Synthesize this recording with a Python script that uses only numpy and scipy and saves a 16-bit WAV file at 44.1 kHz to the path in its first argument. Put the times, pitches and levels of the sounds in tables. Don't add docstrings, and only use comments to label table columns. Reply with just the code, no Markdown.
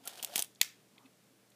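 import sys
import numpy as np
from scipy import signal
from scipy.fft import rfft, irfft, next_fast_len
from scipy.io import wavfile
from scipy.ndimage import uniform_filter1d

SR = 44100
rng = np.random.default_rng(int(sys.argv[2]) if len(sys.argv) > 2 else 0)


def log_audio(samples):
    frames = np.atleast_2d(samples).T
    limited = np.clip(frames, -1, 1)
    pcm = np.round(limited * 32767).astype(np.int16)
    wavfile.write(sys.argv[1], SR, pcm)


N = 68355
SIZE = 8192
HZ = np.fft.rfftfreq(SIZE, 1 / SR)
AGE, TIME = np.arange(SIZE) / SR, np.arange(N) / SR


def amp(db):
    return 10 ** (np.asarray(db) / 20)


def unit(x):
    return x / np.sqrt(np.mean(x ** 2) + 1e-20)


def along(points, hz):
    f, v = np.transpose(points)
    return np.interp(np.log(hz + 1), np.log(f + 1), v)


def fade(t, t60):
    return np.exp(-np.log(1000) * t / t60)


def sine(hz, t):
    return np.sin(2 * np.pi * (hz * t + rng.random()))


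def add(track, s, sound):
    part = track[max(round(s * SR), 0):][:len(sound)]
    part += sound[:len(part)]


def filtered(x, gain):
    size = next_fast_len(N + SIZE)
    return irfft(rfft(x, size) * gain(np.fft.rfftfreq(size, 1 / SR)), size)[:N]


def noise(points, envelope=1):
    return unit(filtered(envelope * rng.standard_normal(N), lambda hz: amp(along(points, hz))))


def hump(offset, width):
    return 1 / (1 + (offset / width) ** 4)


def band(hz, centre, octaves):
    return hump(np.log2((hz + 1) / centre), octaves)


def impact(envelope, gain):
    burst = rfft(envelope * rng.standard_normal(SIZE))
    power = np.abs(uniform_filter1d(np.abs(burst) ** 2, size=70)) + 1e-12
    cepstrum = irfft(np.log(np.maximum(gain, 1e-6) / np.sqrt(power)))
    cepstrum[1:SIZE // 2] *= 2
    cepstrum[SIZE // 2 + 1:] = 0
    sound = irfft(burst * np.exp(rfft(cepstrum)))
    return sound / np.linalg.norm(sound) * np.sqrt(.002 * SR)


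def background():
    # f/Hz, level/dB
    hum_tones = [(119.6, -78), (196, -78.5), (442, -81), (596, -85.5)]
    # f/Hz, level/dB
    air = [(25, -21), (50, -20), (90, -15.5), (115, -12.5), (150, -1), (200, -4), (270, -2), (350, -5),
           (440, -6), (520, -8.5), (650, -9), (950, -14.5), (2200, -16), (3600, -18), (8000, -19.5),
           (15000, -24)]
    hum = sum(amp(db) * np.sqrt(2) * sine(hz, TIME) for hz, db in hum_tones)
    return amp(-67.5) * noise(air) + hum


def room(x):
    # f/Hz, t60/s
    decay = [(200, .25), (800, 0.33), (2100, .33), (5600, 0.27), (14700, .22)]
    # f/Hz, level/dB
    colour = [(100, -8.5), (1100, -3.5), (1700, 1.5), (4500, -2.5), (8000, -1.5), (11000, -2.5),
              (15000, -0.5)]
    # delay/s, level/dB
    walls = [(.0150, -29), (.0169, -25), (.0322, -31.5)]
    hz, t, spectra = signal.stft(rng.standard_normal(SR // 2), SR, nperseg=256)
    spectra = spectra * fade(t, along(decay, hz)[:, None]) * amp(along(colour, hz))[:, None]
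    tail = signal.istft(spectra, SR, nperseg=256)[1]
    tail *= 1 - np.exp(-np.arange(len(tail)) / SR / .0031)
    tail = amp(-20.5) * tail / np.linalg.norm(tail)
    for delay, db in walls:
        add(tail, delay, amp([db]))
    return signal.fftconvolve(x, tail)[:N]


def plate():
    # f/Hz, width/Hz, level/dB
    peaks = [(880, 180, -11), (2000, 230, 1), (2380, 600, 1.5), (3470, 560, 3.5), (4290, 590, 3.5),
             (5025, 110, 0), (5790, 280, -0.5), (6660, 360, 3), (7640, 650, -0.5), (9100, 500, -7),
             (9970, 540, -3.5), (11700, 370, -2), (12600, 500, -7.5), (14500, 700, -12.5)]
    # f/Hz, level/dB
    base = [(50, -47), (200, -17), (600, -19), (1400, -28.5), (3000, -13.5), (15000, -7)]
    peak_power = sum(amp(db) ** 2 * hump(HZ - hz, width / 2) for hz, width, db in peaks)
    return np.sqrt(amp(along(base, HZ)) ** 2 + peak_power)


def handling():
    # t/s, level/dB, t60/s, f/Hz
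    touches = [(.5495, -59, .012, 7000), (0.5574, -58, .015, 4570), (0.6, -59, 0.037, 2650),
               (0.612, -50, .03, 4500), (0.9799, -52, .014, 2700), (1.0575, -58, 0.028, 2700),
               (1.502, -63, .02, 9000), (1.518, -64, .02, 3170)]
    # t/s, level/dB, swell and fade time/s, f/Hz
    bumps = [(0.031, -63, 0.022, 270), (0.069, -52, 0.0057, 1373), (0.064, -57, 0.0072, 680),
             (0.335, -49.5, 0.0044, 700), (0.382, -43.5, 0.003, 741), (0.395, -45.5, 0.0039, 719.3),
             (1.058, -58, 0.016, 263.7), (1.0584, -65.5, 0.0073, 2569)]
    out = np.zeros(N)
    for s, db, t60, hz in touches:
        soft_touch = (1 - fade(AGE, .004)) * fade(AGE, t60)
        add(out, s, amp(db) * impact(soft_touch, plate() * band(HZ, hz, octaves=.59)))
    for s, db, spread, hz in bumps:
        out += amp(db) * np.sqrt(2) * np.exp(-np.abs(TIME - s) / spread) * sine(hz, TIME)
    rub = unit(filtered(rng.standard_normal(N), lambda hz: band(hz, centre=950, octaves=.45)))
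    swell = np.exp(-((TIME - 1.021) / .058) ** 2)
    return out + amp(-69.5) * swell * rub


def gears():
    # t/s, whirr level/dB, whirr f/Hz, rasp level/dB
    winding = [(0, -77, 745.4, -78.5), (.045, -73, 753.6, -63.5), (0.064, -57.5, 732.6, -55.5),
               (0.092, -69.5, 639.3, -55), (.128, -57.5, 649.6, -54), (0.16, -68.5, 723.4, -59),
               (0.199, -57.5, 742.3, -52), (.218, -65.5, 695.3, -60.5), (.24, -55.5, 648, -54),
               (.27, -68.5, 619, -58), (.295, -57.5, 573.6, -59), (.32, -59, 630.2, -52.5),
               (.338, -56, 709.7, -48.5), (.35, -65, 727.5, -52), (.385, -53.5, 760, -45),
               (.408, -53.5, 693, -43.5), (.42, -73, 686, -61), (.45, -84, 707, -58.5),
               (0.481, -92, 730, -80)]
    # f/Hz, level/dB
    hollow_case = [(80, -31.5), (200, -14.5), (350, -2), (600, -3), (850, 3.5), (1100, -7), (1400, -5.5),
                   (2000, -19.5), (5000, -40)]
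    # f/Hz, level/dB
    rasp = [(300, -25.5), (1500, -3.5), (2400, -1.5), (3200, 3), (4100, 0), (7000, -5), (9500, -4),
            (15000, -10)]
    teeth_per_s, scatter_db, sliding, waver_hz = 250, 5, .4, 95
    times, *columns = np.transpose(winding)
    whirr_db, pitch, rasp_db = [np.interp(TIME, times, column) for column in columns]
    teeth = np.zeros(N)
    for k, (slip, strength) in enumerate(rng.standard_normal(size=(330, 2))):
        add(teeth, (k + .18 * slip) / teeth_per_s, amp(scatter_db * strength) * fade(AGE, t60=.02))
    contact = teeth + sliding
    phase = 2 * np.pi * np.cumsum(pitch) / SR
    waver = lambda: filtered(rng.standard_normal(N), lambda hz: 1 / (1 + (hz / waver_hz) ** 2))
    grip = uniform_filter1d(contact, size=90) + sliding
    whirr = unit(grip * (waver() * np.cos(phase) + waver() * np.sin(phase)))
    rumble = amp(-1) * noise(hollow_case, contact)
    return amp(whirr_db) * (whirr + rumble) + amp(rasp_db) * noise(rasp, contact)


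def pawls(ring_share):
    # t/s, level/dB, rise/s, t60/s, thud/dB, case knock/dB, treble/dB, ring f/Hz, full ring/dB
    clicks = [(0.0548, -42, 0.0014, 0.013, -8, -6, 9, 9400, 12),
              (0.0747, -32, .0005, 0.0078, -15, 8, -2, 10900, 13),
              (0.0773, -33, 0.00022, 0.018, 2, 7.5, -1.5, 12550, 13.5),
              (0.1944, -43, .0005, 0.023, 6, -1.5, -37, 2900, 15),
              (.2270, -31, 0.0012, 0.0098, 4, -4, -2.5, 8300, 5.5),
              (0.2324, -33.5, 0.0018, 0.01, -15, -1, -2.5, 14900, 15),
              (0.2469, -26, 0.000485, 0.0089, -8, -10, 1, 11700, 6.5),
              (0.3541, -45, .0005, 0.015, -7, -2.5, 4, 5800, 20),
              (.3580, -19.5, .0004, .014, 5, 1.5, 0.5, 2200, 7.5),
              (0.3644, -29, .0015, 0.013, -2, -1.5, 2.5, 9900, 11),
              (0.3788, -24.5, .0008, 0.017, -4.5, -2, -0.5, 9500, 7),
              (0.3923, -22, .0008, 0.013, 6.5, 6.5, 2.5, 6400, 8.5),
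              (0.399, -28, 0.00049, .026, 0, -2.5, 6, 6100, 10),
              (0.4127, -38, 0.00099, .020, 0, -5.5, 7.5, 6200, 9.5),
              (0.4227, -23.5, 0.00056, .010, -9.5, -16, -1.5, 9650, 11.5),
              (.4450, -42, 0.001, 0.011, -13, -8, 1.5, 9500, 4.5)]
    # f/Hz, level/dB
    base = [(60, -30), (200, -7.5), (700, -9), (1500, -14), (2300, -6.5), (3200, 4), (4100, -2.5),
            (6500, -0.5), (8500, 1), (12000, -2.5), (15000, 0)]
    # f/Hz, relative level/dB, t60/s
    spring_tones = [(3618, -6.5, .25), (5560, -1, .3), (6600, -1, 0.43), (5800, 0, .3), (8570, -3, .25),
                    (9800, 1, 0.24), (10000, -2, .3), (9680, -4, .25), (9908, -5.5, .25)]
    out = np.zeros(N)
    for s, db, rise, t60, thud_db, knock_db, treble_db, ring_hz, ring_db in clicks:
        colour = along(base, HZ) + thud_db * hump(HZ, width=382)
        colour += knock_db * band(HZ, centre=920, octaves=.9)
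        colour += treble_db * (1 - hump(HZ, width=8000))
        colour += ring_share * ring_db * hump(HZ - ring_hz, width=450)
        click = impact(np.minimum(AGE / rise, 1) * fade(AGE, t60), amp(colour))
        springs = sum(amp(level + rng.normal(0, 2)) * fade(AGE, life) * sine(hz, AGE)
                      for hz, level, life in spring_tones)
        add(out, s, amp(db) * (click + amp(-48.5) * springs))
    return out


def lever_snap(response, db):
    snap_s, hold_s = .6139, .0011
    blow = fade(np.maximum(AGE - hold_s, 0), t60=.0045)
    chatter = amp(-7) * fade(AGE, t60=.021)
    out = np.zeros(N)
    add(out, snap_s, amp(db) * impact(blow + chatter, response))
    return out


def scene():
    # f/Hz, level/dB
    plate_to_room = [(100, -26.5), (1200, -13), (2000, -3.5), (4200, -1.5), (7000, -2), (10000, -8.5),
                     (15000, -9)]
    quiet_parts = gears() + handling()
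    direct = pawls(ring_share=.98) + lever_snap(plate(), db=-13) + quiet_parts
    all_round = pawls(ring_share=.3) + lever_snap(amp(along(plate_to_room, HZ)), db=-9.5) + quiet_parts
    return (direct + room(all_round) + background())[None]


def record(dry):
    bass_hz, ceiling, top_hz = 70, .6, 15220
    thin = signal.sosfilt(signal.butter(1, bass_hz, "highpass", fs=SR, output="sos"), dry[0])
    rounded = thin / (1 + (thin / ceiling) ** 6) ** (1 / 6)
    return filtered(rounded, lambda hz: 1 / np.sqrt(1 + (hz / top_hz) ** 240))[None]


dry = scene()
out = record(dry)
log_audio(out)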